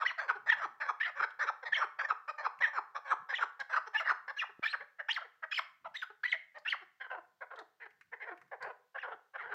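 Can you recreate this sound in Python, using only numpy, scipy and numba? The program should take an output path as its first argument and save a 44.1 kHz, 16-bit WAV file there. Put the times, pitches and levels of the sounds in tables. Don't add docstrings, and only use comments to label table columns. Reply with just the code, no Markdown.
import sys
import numpy as np
from scipy import signal
from scipy.io import wavfile
from scipy.ndimage import uniform_filter1d
from numba import njit

SR = 44100
rng = np.random.default_rng(int(sys.argv[2]) if len(sys.argv) > 2 else 0)


def materialize(psi):
    bounded = np.clip(np.atleast_2d(psi).T, -1, 1)
    quanta = np.round(bounded * 32767).astype(np.int16)
    wavfile.write(sys.argv[1], SR, quanta)


def voltage_ratio(decibels):
    exponent = np.asarray(decibels, float) / 20
    return 10 ** exponent


N = 420713

# (time [s], level [dB], length [s])
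RUBS = [(0.298, -79.5, 0.5), (1.178, -74.5, 0.071), (1.684, -76.5, 0.066), (2.579, -76, 0.069),
        (3.185, -73, 0.068), (3.595, -78, 0.049), (4.774, -82, 0.089), (5.799, -79.5, 0.15),
        (8.046, -89, 0.12), (8.383, -81, 0.13), (8.595, -74.5, 0.11), (9.097, -84, 0.09), (9.417, -79, .12)]
# (time [s], peak level [dB], cane pitch [Hz])
TICKS = [(1.305, -59.5, 3180), (2.589, -53.5, 2190), (3.601, -48, 4070), (6.585, -62, 4500),
         (7.559, -59.5, 3279), (7.59, -53, 3980), (7.905, -61.5, 2839), (7.856, -68, 2580),
         (8.011, -52, 1820), (8.376, -59.5, 2200), (8.415, -54, 1574), (8.48, -68.5, 1503),
         (8.625, -52, 4400)]
KNOCK_S, KNOCK_DB, KNOCK_HZ = 4.594, -36.5, 320

# (time [s], cluck treble as the beak turns away [dB], squeal treble with the beak agape [dB], cluck
# pitch [Hz])
FACING = [
    (0, -21.5, -23, 595.9),
    (2.199, -21, -26, 601.7),
    (4.201, -20.5, -21.5, 599.4),
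    (4.9, -31.5, -22, 659.9),
    (5.6, -34.5, -16.5, 658.4),
    (6.7, -24, -27, 615),
    (7.2, -38, -15.5, 516.4),
    (8.202, -36.5, -31, 521),
    (9.5, -36.5, -36, 501),
]
# (centre [Hz], width [Hz], level [dB])
BEAK = [(2393, 850, -10), (3250, 640, -4), (4048, 650, -2.5), (5140, 600, 3), (5800, 700, 4),
        (7355, 450, 7.5)]
# (time [s], chest [Hz], chest level [dB], narrow windpipe ring [dB], depth of gap under beak bands [0-1])
THROAT = [(0, 855, 4, -2.5, 0.8), (.7, 870, 2.5, -3, 1), (1.4, 878, 3.5, -11.5, 0.74),
          (2.2, 856.1, 4, -8.5, .7), (3, 846, 5, -8.5, 0.87), (3.7, 853.2, 3.5, -7, .7),
          (4.3, 849.5, 3, -8.5, 0.87), (5, 804, -4, -8, 0.49), (5.5, 798.8, -0.5, -3, 0.48),
          (5.9, 899.4, -2.5, -13, 0.69), (6.6, 801, 1.5, -8, 0.29), (7.039, 758.7, -3, -8.5, .4),
          (7.15, 726, 6.5, -2, 0.4), (7.6, 722, 3, -11, 0.23), (8.15, 780.3, 2, -6.5, 0.19),
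          (8.3, 760, 6, -21.5, 0.22), (8.7, 758.6, 8, -6, 0.19), (9.5, 798.3, 1.5, -3.5, .4)]
# (time [s], centre [Hz], level [dB], strength of the fundamental [dB])
MOUTH = [(0, 2320, -22.5, -7), (2, 2337, -17, -6), (3, 2349, -22.5, -8), (4, 2902, -27.5, -10),
         (5.501, 2917, -26.5, -5), (6.6, 3000, -22, -3), (7.03, 3100, -19, -8.5),
         (7.15, 2797, -19.5, -15.5), (7.42, 2206, -12, -14), (7.55, 2600, -26.5, -6.5),
         (8.2, 2272, -18, -7.5), (8.6, 2404, -20.5, -7.5), (8.96, 2850, -20, -10.5), (9.1, 2897, -22, -7.5),
         (9.4, 3143, -22.5, -11), (9.5, 3005, -26, -4.5)]

# (start [s], rise [s], fall [s], peak level [dB],
# windpipe at the peak [Hz])
RUN_CLUCKS = [ (.002, 0.026, 0.017, -30.5, 1250), (.097, 0.0035, 0.021, -39.5, 1915),
              (0.179, 0.015, 0.027, -29, 1574), (.215, .012, 0.044, -44.5, 1596),
              (0.279, 0.024, 0.016, -27.5, 1387), (.461, 0.028, 0.0065, -31, 1759),
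              (.54, 0.0024, 0.019, -45.5, 1650), (.565, 0.073, 0.025, -33, 1190),
              (.802, 0.015, .035, -32, 1600), (.84, .015, .02, -38.5, 1557), (.87, 0.031, 0.012, -36, 1242),
              (1.057, 0.0025, 0.047, -35, 1714), (1.155, 0.051, .01, -31, 1276),
              (1.214, 0.028, 0.0093, -30, 1360), (1.391, 0.016, 0.05, -27, 1556),
              (1.463, 0.025, 0.017, -32.5, 1327), (1.65, 0.021, 0.021, -36, 1915),
              (1.762, 0.0052, 0.034, -34, 1735), (1.797, 0.038, 0.016, -29, 1277),
              (1.988, 0.01, 0.05, -33.5, 1591), (2.04, .013, 0.0078, -31, 1787),
              (2.085, .024, 0.02, -32, 1252), (2.278, 0.017, .02, -33, 1217),
              (2.378, 0.0085, 0.062, -44, 1716), (2.437, 0.025, 0.017, -35, 1197),
              (2.603, .012, .022, -39, 1701), (2.66, 0.0028, 0.035, -37, 1900),
              (2.73, 0.045, .022, -30.5, 1252), (2.947, 0.016, 0.028, -33.5, 1218),
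                 (3.047, 0.076, .018, -29, 1253), (3.289, 0.018, 0.027, -32.5, 1704),
                 (3.384, 0.045, 0.02, -27, 1283), (3.594, 0.017, 0.016, -31.5, 1650),
                 (3.696, 0.052, .012, -29.5, 1507), (3.754, 0.024, 0.014, -23, 1288),
                 (3.932, 0.016, 0.003, -42, 1772), (4.0, 0.0022, 0.033, -37.5, 1459),
                 (4.045, 0.059, 0.02, -26, 1345), (4.278, 0.011, 0.027, -36.5, 1671),
                 (4.42, 0.0032, 0.024, -34, 1550), (4.622, 0.016, 0.02, -37.5, 1516),
                 (4.729, 0.012, 0.017, -34.5, 1470), (4.986, 0.017, 0.017, -40.5, 1629),
                 (5.169, 0.0024, 0.028, -36, 1522), (5.203, 0.016, .016, -43.5, 1452),
                 (5.424, 0.014, 0.016, -39.5, 1655), (5.586, 0.0023, 0.014, -34.5, 1499),
                 (5.845, 0.014, 0.019, -36.5, 908), (6.03, 0.0029, 0.016, -38.5, 1456),]
# (start [s], rise [s], fall [s], peak level [dB], windpipe at the peak [Hz])
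SOFT_CLUCKS = [ (6.336, .003, .02, -36, 1826), (6.545, .018, 0.024, -47, 1899),
               (6.731, .016, 0.0073, -45.5, 1221), (7.0, .016, .03, -41, 1701),
               (7.035, .015, .022, -40.5, 1542), (7.1, .006, 0.07, -44.5, 1527),
               (7.407, .014, 0.025, -41, 1450), (7.503, 0.011, 0.044, -45, 1437),
               (7.556, .035, 0.037, -50.5, 1303), (8.117, .022, .014, -44.5, 1776),
               (8.248, 0.037, 0.036, -46, 1680), (8.513, .008, 0.037, -46.5, 1730),
               (8.604, 0.022, 0.068, -43.5, 1662), (8.683, .022, .018, -46, 1204),
               (8.945, .013, 0.018, -39.5, 1540), (9.03, 0.0058, 0.072, -43.5, 1436),
               (9.09, .043, 0.019, -43.5, 1323), (9.336, 0.025, 0.012, -43, 1528),
               (9.431, 0.016, 0.05, -44.5, 1526), (9.47, .058, 0.014, -39, 1430), ]
# (start [s], rise [s], fall [s], peak level [dB], windpipe at the peak [Hz])
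GRUNTS = [ (.35, 0.0052, 0.029, -53, 1384), (1.626, 0.0071, 0.015, -46, 1650),
          (3.859, .018, 0.0099, -47, 1445), (4.49, 0.0045, 0.02, -56, 1601),
          (4.8, 0.008, 0.031, -47.5, 1753), (5.242, 0.0066, 0.023, -53.5, 1791),
          (6.096, .006, 0.024, -57, 1412), (6.805, 0.021, 0.016, -55.5, 1315),
          (7.165, 0.017, .018, -52, 1261), (8.3, 0.016, 0.028, -48, 1506), ]
# (start [s], rise [s], fall [s], peak level [dB], windpipe at the peak [Hz])
OPEN_CLUCKS = [
    (7.8, .034, .016, -44, 1800),
    (7.85, .014, .012, -53, 1593),
    (8.198, .026, 0.034, -43, 1896),
    (9.377, 0.022, 0.052, -43.5, 1940),
]

# (start [s], length [s], from [Hz], to [Hz], level [dB])
CLIMBS = [ (.048, .012, 1479, 1757, -34), (.059, .011, 1799, 2110, -22.5), (.488, 0.02, 1752, 1934, -21),
          (1.003, 0.02, 1593, 1941, -28.5), (1.028, 0.011, 1692, 2100, -29), (1.722, .017, 1684, 1887, -25),
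          (2.614, 0.016, 1650, 1993, -27), (3.331, 0.021, 1650, 2130, -31),
          (3.945, 0.027, 1717, 1705, -25.5), (4.365, 0.023, 1585, 1780, -38.5),
          (4.628, 0.023, 2205, 2382, -33), (4.65, 0.021, 1650, 1834, -29), (5.085, .013, 1401, 2053, -30),
          (5.511, 0.00889, 1408, 2092, -40.5), (5.52, .015, 2405, 2647, -33.5),
          (5.942, 0.026, 1542, 2195, -39.5), (6.234, 0.01, 1354, 1864, -28), (6.246, 0.02, 1877, 2115, -29),
          (6.65, 0.024, 1602, 2002, -36), (8.976, 0.017, 1410, 1898, -39.5), ]
# (start [s], length [s], from [Hz], to [Hz], level [dB])
ARCHES = [ (0.068, 0.028, 3050, 2810, -39.5), (.511, 0.007, 3100, 3126, -39),
          (1.74, 0.01408, 3449, 2857, -35.5), (1.756, 0.01312, 2901, 3452, -39),
          (3.351, .016, 3680, 2796, -39.5), (3.366, .015, 2800, 3610, -40.5),
          (3.971, 0.025, 2881, 2770, -39), (4.386, 0.027, 2902, 2551, -35.5),
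          (4.674, 0.051, 3667, 4330, -47.5), (5.098, 0.024, 2700, 3250, -31),
          (5.123, .011, 3397, 4753, -46.5), (5.141, 0.024, 4666, 2904, -46.5),
          (5.538, 0.015, 2802, 3202, -40), (5.553, 0.0096, 4408, 4360, -47.5),
          (5.562, 0.013, 3195, 2860, -39.5), (5.964, 0.011, 3300, 3755, -44.5),
          (5.978, .035, 3750, 3650, -54), (6.016, .007, 3600, 1898, -45), (6.269, 0.019, 3064, 3135, -48),
          (6.289, .028, 3850, 3958, -51), (6.316, 0.0077, 3800, 2287, -39.5),
          (6.675, 0.0188, 2577, 3063, -34), (6.698, 0.0233, 3429, 2824, -39.5),
          (8.991, .02, 2650, 3120, -57), (9.01, .018, 3120, 2293, -56), ]
# (start [s], length [s], from [Hz], to [Hz], level [dB])
DROPS = [ (.093, 0.027, 2608, 800, -38.5), (.517, 0.023, 2002, 1485, -24.5), (1.045, 0.02, 1876, 1650, -31),
         (1.769, 0.017, 1996, 1639, -34.5), (2.632, .03, 1957, 1604, -24.5),
         (3.382, 0.0082, 2793, 2008, -42.5), (3.996, 0.01, 2141, 2212, -35.5),
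         (4.413, .013, 1986, 1598, -32), (4.727, 0.008, 2903, 2096, -40.5),
         (5.162, 0.01, 2303, 1601, -33.5), (5.574, .017, 2377, 1553, -33),
         (6.021, 0.017, 1785, 1250, -34.5), (6.324, 0.014, 2188, 1772, -28),
         (6.722, 0.015, 2293, 1307, -30), (9.026, 0.015, 1995, 1418, -40), ]
# (start [s], length [s], from [Hz], to [Hz], level [dB])
DUETS = [(1.0, 0.023, 2100, 2702, -40.5), (1.029, 0.024, 3003, 2900, -44.5),
         (1.752, 0.017, 2036, 2255, -31.5), (4.4, .02, 3307, 3606, -49), (4.63, 0.023, 1251, 1498, -44),
         (4.658, 0.027, 3355, 3507, -41), (4.676, 0.012, 2300, 3000, -42),
         (5.099, 0.015, 1856, 2003, -37.5), (5.429, 0.024, 1203, 1857, -42.5),
         (5.515, 0.015, 3220, 3407, -41), (5.592, 0.0081, 2150, 2098, -32.5),
         (6.268, 0.048, 2000, 1950, -55), (6.323, 0.027, 3260, 2899, -45), (6.66, 0.036, 1437, 1511, -43),
         (6.7, .015, 4385, 4110, -48.5), (8.972, .02, 1906, 2702, -53)]
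# (start [s], length [s], from [Hz], to [Hz], level [dB])
SONGS = [ (.018, 0.019, 1397, 1254, -31), (.29, .024, 1600, 1346, -27), (.635, 0.026, 1402, 1263, -33),
         (.892, .013, 1352, 1145, -29.5), (.907, 0.0079, 1200, 1153, -32), (1.2, 0.0089, 1261, 1246, -31),
         (1.222, 0.025, 1560, 1300, -30), (1.482, .024, 1450, 1195, -31.5),
         (1.81, 0.029, 1400, 1276, -30.5), (2.0, .025, 1660, 1640, -33.5), (2.103, .012, 1351, 1300, -26),
         (2.116, 0.0091, 1333, 1294, -26.5), (2.45, .009, 1361, 1340, -30.5), (2.46, .012, 1281, 1235, -27),
         (2.773, 0.022, 1319, 1277, -31), (3.117, .022, 1398, 1306, -26.5),
         (3.423, .018, 1351, 1297, -27.5), (3.738, .012, 1498, 1448, -28),
         (3.765, 0.021, 1421, 1298, -28.5), (4.05, .023, 1957, 1909, -38.5),
         (4.073, .015, 1901, 1738, -28.5), (4.094, .009, 1880, 1781, -30.5),
         (4.103, .015, 1424, 1475, -24.5), (4.118, 0.0075, 1355, 1180, -31.5),
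         (4.425, .02, 1600, 1050, -37.5), (4.736, .018, 1899, 1200, -36), (5.171, .02, 1601, 1150, -39),
         (5.518, .016, 1700, 1911, -37), (5.588, .013, 1500, 1000, -36.5), (6.736, .017, 1550, 1000, -38),
         (7.565, .045, 1550, 1147, -53.5), (7.58, .04, 1998, 1600, -54), (9.38, 0.051, 1495, 1300, -45.5),
         (9.515, .024, 1698, 1451, -41.5), ]
# (attack share, release share, onset [dB], end [dB], pitch ratio kept at the end)
CLIMB, ARCH, DROP = (1.6, 0.3, -14.5, -9, 0.99), (0.44, 0.2, -7.5, -8, 1), (0.6, 0.5, -7.5, -11.5, 1)
DUET, SONG = (1.8, 1.2, -9.5, -10.5, 1), (1.2, 0.6, -10.5, -11, 0.54)

PIPE_REST_HZ, PIPE_PULL, PIPE_SAG = 1650, 0.79, 0.87
ONSET_DB, END_DB = -21.5, -19.5
SURGE_S, SWELL_DB = 0.023, -10
HOLD_SHARE, HOLD_DB = 0.55, -5.5
CHEST_EVEN_DB, CHEST_LAG, CHEST_MOST_DB = -49, 1, 4.5
GRUNT_CHEST_DB, CHEST_ONSET_DB = -2.5, -6.5
TIGHT_CHEST_DB = -3.5
GRUNT_PITCH, TIGHT_PITCH = 0.83, 1.1
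OPEN_CHEST_DB, OPEN_BEAK_DB = -5.5, 6.5
ROUGH_FULL_DB, ROUGH_LAG = -33, 0.6
BEAK_FULL_DB, BEAK_SHARE = -36.5, 0.71


@njit
def svf(x, hz, width):
    y, b, l = np.empty(len(x)), 0., 0.
    for i in range(len(x)):
        g, k = np.tan(np.pi * hz[i] / SR), width / hz[i]
        v = (b + g * (x[i] - l)) / (1 + g * (g + k))
        b, l, y[i] = 2 * v - b, l + 2 * g * v, k * v
    return y


def band(x, hz, width):
    hz = hz * np.ones(N)
    return svf(svf(x, hz, 1. * width), hz, 1. * width)


def highpass(x, hz, order=4):
    return signal.sosfilt(signal.butter(order, hz, "highpass", fs=SR, output="sos"), x)


def even(x, s=0.0042):
    return x / np.sqrt(uniform_filter1d(x ** 2, int(s * SR)) + 1e-18)


def walk(rate):
    k = int(SR / rate)
    return 1.3 * uniform_filter1d(np.repeat(rng.standard_normal(N // k + 1), k), k)[:N]


def follow(table):
    s, *columns = np.transpose(table)
    return [np.interp(np.arange(N) / SR, s, c) for c in columns]


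def floor():
    t, noise = np.arange(N) / SR, rng.standard_normal((3, N))
    hand = voltage_ratio(-96 + 3 * walk(9))
    for s, db, length in RUBS:
        hand = hand + voltage_ratio(db) * np.sin(np.pi * np.clip((t - s) / length, 0, 1))
    rub = hand * even(band(noise[0], 150, 150), 0.069)
    hum = voltage_ratio(-86.5) * even(band(noise[1], 1500, 6600), 0.5)
    hiss = voltage_ratio(-94.0) * even(band(noise[2], 14500, 11000), 0.5)
    return rub + hum + hiss


def room(x, low_t60=0.4, high_t60=0.32, split_hz=2600, first_s=0.009):
    t, noise = np.arange(SR // 2) / SR, rng.standard_normal(SR // 2)
    low = signal.sosfilt(signal.butter(2, split_hz, fs=SR, output="sos"), noise)
    high = noise - low
    tail = (low * voltage_ratio(-60 * t / low_t60) + high * voltage_ratio(-60 * t / high_t60)) * (t > first_s)
    return signal.fftconvolve(x, tail / np.sqrt(np.sum(tail ** 2)))[:N]


def phone_knock():
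    t, knock = np.arange(SR // 20) / SR, np.zeros(N)
    ring = np.sin(2 * np.pi * KNOCK_HZ * t) * np.exp(-t / 0.0013)
    knock[int(KNOCK_S * SR):][:len(t)] = voltage_ratio(KNOCK_DB) * ring
    return highpass(knock, 130, 2)


def wicker():
    bursts, hz = np.zeros(N), np.interp(np.arange(N) / SR, *np.transpose(TICKS)[::2])
    t = np.arange(SR // 20) / SR
    for s, db, _ in TICKS:
        bursts[int(s * SR):][:len(t)] = voltage_ratio(db) * np.exp(-t / 0.0076)
    crack = rng.standard_normal(N)
    body = even(band(band(crack, hz, 1800), hz, 1800))
    snap = even(band(crack, 1.5 * hz, 3200))
    return bursts * (body + voltage_ratio(-11.5) * snap)


def play(notes, fade_s):
    notes = [np.array(note) for note in sorted(notes)]
    t, columns = np.arange(N) / SR, np.outer(notes[0][0][1:], np.ones(N))
    gain, top_db, age, left = np.zeros(N), np.full(N, -40.), np.zeros(N), np.ones(N)
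    starts = [int(note[0, 0] * SR) for note in notes] + [N]
    for note, a, after in zip(notes, starts, starts[1:]):
        b = min(int(note[-1, 0] * SR), N)
        gain[a:b] = np.maximum(gain[a:b], np.interp(t[a:b], note[:, 0], voltage_ratio(note[:, 2])))
        top_db[a:after] = note[:, 2].max()
        age[a:b], left[a:b] = t[a:b] - t[a], t[b - 1] - t[a:b]
        columns[:, a:after] = [np.interp(t[a:after], note[:, 0], c) for c in note.T[1:]]
    columns = uniform_filter1d(columns, int(0.0008 * SR))
    return columns, uniform_filter1d(gain, int(fade_s * SR)), top_db, age, left


def beak(x, facing):
    out = 0
    for hz, width, db in BEAK:
        moving_hz = hz * (1 + 0.038 * walk(14))
        beam = facing ** ((hz - 1500) / 2500)
        ring = even(band(band(x, moving_hz, width), moving_hz, width))
        out = out + voltage_ratio(db + 3.67 * walk(40)) * beam * ring
    return out


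def glide(row, register):
    s, length, from_hz, to_hz, db = row
    attack, release, onset_db, end_db, kept = register
    attack = min(attack, 0.95 - release)
    at = lambda share: (s + share * length, from_hz + share * (to_hz - from_hz))
    return [(*at(0), db + onset_db), (*at(attack), db), (*at(1 - release), db),
            (s + length, to_hz * kept, db + end_db)]


def membrane(parts, wobble=0.018, flutter_db=2.0, second_db=-28, half_db=-18, rasp=0.36, rasp_hz=520):
    (hz, _), gain, *_ = play(parts, fade_s=0.0014)
    phase = 2 * np.pi * np.cumsum(hz * (1 + wobble * (walk(600) + walk(120)))) / SR
    tone = np.sin(phase) + voltage_ratio(second_db + 2.8 * walk(160)) * np.sin(2 * phase)
    halves = voltage_ratio(-14.0) * np.sin(phase + phase / 2) + voltage_ratio(-8.5) * np.sin(phase / 2)
    tone += voltage_ratio(half_db + 7.2 * walk(60)) * halves
    flap = np.sin(2 * np.pi * np.cumsum(rasp_hz * (1 + 0.23 * walk(200))) / SR)
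    flutter = voltage_ratio(flutter_db * walk(220)) * (1 + rasp * flap)
    return gain * tone * np.sqrt(2) * flutter, gain, flap


def squeals(facing, hiss_db=-19):
    low_notes = [glide(row, CLIMB) for row in CLIMBS] + [glide(row, DROP) for row in DROPS]
    low, low_gain, flap = membrane(low_notes, flutter_db=1.4, rasp=0.26)
    thin, thin_gain, _ = membrane([glide(row, ARCH) for row in ARCHES], half_db=-24, rasp=0.22)
    duet = membrane([glide(row, DUET) for row in DUETS])[0]
    song = membrane([glide(row, SONG) for row in SONGS], wobble=0.022, half_db=-25, flutter_db=1.17,
                    rasp=0.46, rasp_hz=210)[0]
    air = rng.standard_normal(N)
    push = np.roll(uniform_filter1d(low_gain + thin_gain, 350).clip(0), SR // 400)
    throat_air = voltage_ratio(-19.0) * even(band(air, 1850, 260))
    spray = voltage_ratio(-10 + 3.6 * walk(55)) * np.sqrt(push / voltage_ratio(-35.0)) * facing ** 1.54 * (1 + flap)
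    spray = spray * even(band(band(air, 12000, 7900), 12000, 7900))
    jet = beak(air, facing) + throat_air + spray
    whistle = highpass(low + thin + duet + song, 800)
    return whistle + np.sqrt(push) * voltage_ratio(hiss_db) * jet


def cluck_shape(row, extra_db=0, pitch=1, open_db=0):
    s, rise, fall, db, hz = row
    db = db - ROUGH_LAG * max(db - ROUGH_FULL_DB, 0)
    from_hz = hz + PIPE_PULL * min(rise / SURGE_S, 1) * (PIPE_REST_HZ - hz)
    peak_s = s + rise
    swell = [(peak_s - SURGE_S, from_hz, db + SWELL_DB)] * (rise > 0.04)
    rows = [(s, from_hz, db + ONSET_DB), *swell, (peak_s, hz, db),
            (peak_s + HOLD_SHARE * fall, hz, db + HOLD_DB), (peak_s + fall, hz * PIPE_SAG, db + END_DB)]
    if rise < 0.0052 and pitch == 1:
        extra_db, pitch = TIGHT_CHEST_DB, TIGHT_PITCH
    shaped = []
    for point in rows:
        chest_db = min(CHEST_LAG * (CHEST_EVEN_DB - point[2]), CHEST_MOST_DB) + extra_db
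        chest_db += CHEST_ONSET_DB * (point[0] == s)
        shaped.append((*point, chest_db, pitch, open_db))
    return shaped


def throat_pulses(hz, jitter=0.055, shimmer_db=2.5, weak_db=-5, breath=0.16):
    phase = np.cumsum(hz * (1 + jitter * (walk(350) + walk(60))) / SR)
    cycle = phase.astype(int)
    size = voltage_ratio(shimmer_db * rng.standard_normal(N // 20)[cycle] + weak_db * (cycle % 2))
    shut = np.exp(-(phase % 1) / 0.041)
    hiss = breath * np.exp(-(phase % 1) / 0.6) * rng.standard_normal(N)
    return np.diff(size * (shut + hiss), prepend=0)


def clucks(facing, start_hz, effort=0.12, sag=0.8, dive=4.0, slack=2.5):
    notes = [cluck_shape(row) for row in RUN_CLUCKS + SOFT_CLUCKS]
    notes += [cluck_shape(row, GRUNT_CHEST_DB, GRUNT_PITCH) for row in GRUNTS]
    notes += [cluck_shape(row, OPEN_CHEST_DB, open_db=OPEN_BEAK_DB) for row in OPEN_CLUCKS]
    chest_hz, fill_db, ring_db, gap = follow(THROAT)
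    gap = gap.clip(0, 1)
    mouth_hz, mouth_db, base_db = follow(MOUTH)
    (pipe_hz, _, chest_db, pitch, open_db), gain, top_db, age, left = play(notes, fade_s=0.005)

    hz = start_hz * pitch * voltage_ratio(effort * np.minimum(top_db + 43, 0))
    long_pipe = np.minimum(PIPE_REST_HZ / pipe_hz, 1.35) ** slack
    let_go = dive * np.minimum(age / 0.055, 1) * long_pipe * np.exp(-left / 0.015)
    hz = hz * np.exp(-age * (sag + let_go))
    source = throat_pulses(hz)

    sing_db = ring_db - 8 * (pitch > 1.1) + 2.0 * walk(90) + 0.21 * (top_db + 28.5)
    sing = voltage_ratio(sing_db) * even(band(source, pipe_hz, 130))
    broad = voltage_ratio(-0.5) * even(band(band(source, pipe_hz, 750), pipe_hz, 750))
    pipe = even(broad + sing, 0.0089)
    gain = gain * voltage_ratio(1.6 * walk(70) + 1.8 * walk(200))

    fundamental = even(band(band(source, hz, 240), hz, 240)) * voltage_ratio(base_db) / pitch ** 2.5
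    chest_ring = band(band(source, chest_hz * (1 + 0.073 * walk(25)), 400), chest_hz, 800)
    chest = even(fundamental + even(chest_ring))

    held = np.maximum(gain / voltage_ratio(BEAK_FULL_DB), 1) ** (BEAK_SHARE - 1)
    beak_db = open_db + 0.31 * (np.minimum(chest_db, -4) + 6.5)
    voice = pipe + voltage_ratio(chest_db + fill_db - 1.38) * held ** 0.4 * chest
    voice = gain * (voice + held * voltage_ratio(beak_db) * beak(source, facing))
    cavity = even(band(band(source, mouth_hz * (1 + 0.03 * walk(30)), 440), mouth_hz, 530))
    cavity = gain * held * voltage_ratio(mouth_db + 2 * walk(45)) * cavity

    for gap_hz, width in ((2950., 850.0), (3400., 160.0)):
        voice = voice - gap * svf(voice, gap_hz * (1 + 0.044 * walk(12)), width)
    voice = voice - 0.84 * (1 - gap) * svf(voice, 1.2 * chest_hz, 300.0)
    voice = voice + cavity
    for _ in range(2):
        voice = voice - svf(voice, hz / 2, 170.0)
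    return voice


def scene():
    cluck_db, squeal_db, start_hz = follow(FACING)
    bird = highpass(clucks(voltage_ratio(cluck_db), start_hz) + squeals(voltage_ratio(squeal_db)), 290)
    near = bird + wicker()
    return (near + voltage_ratio(-12.0) * room(near) + phone_knock() + floor())[None]


def top_cut(x):
    return signal.sosfilt(signal.butter(12, 15740, fs=SR, output="sos"), x)


def record(dry):
    top = 0.3
    rounded = top * np.tanh(dry / top)
    return top_cut(rounded)


dry = scene()
out = record(dry)
materialize(out)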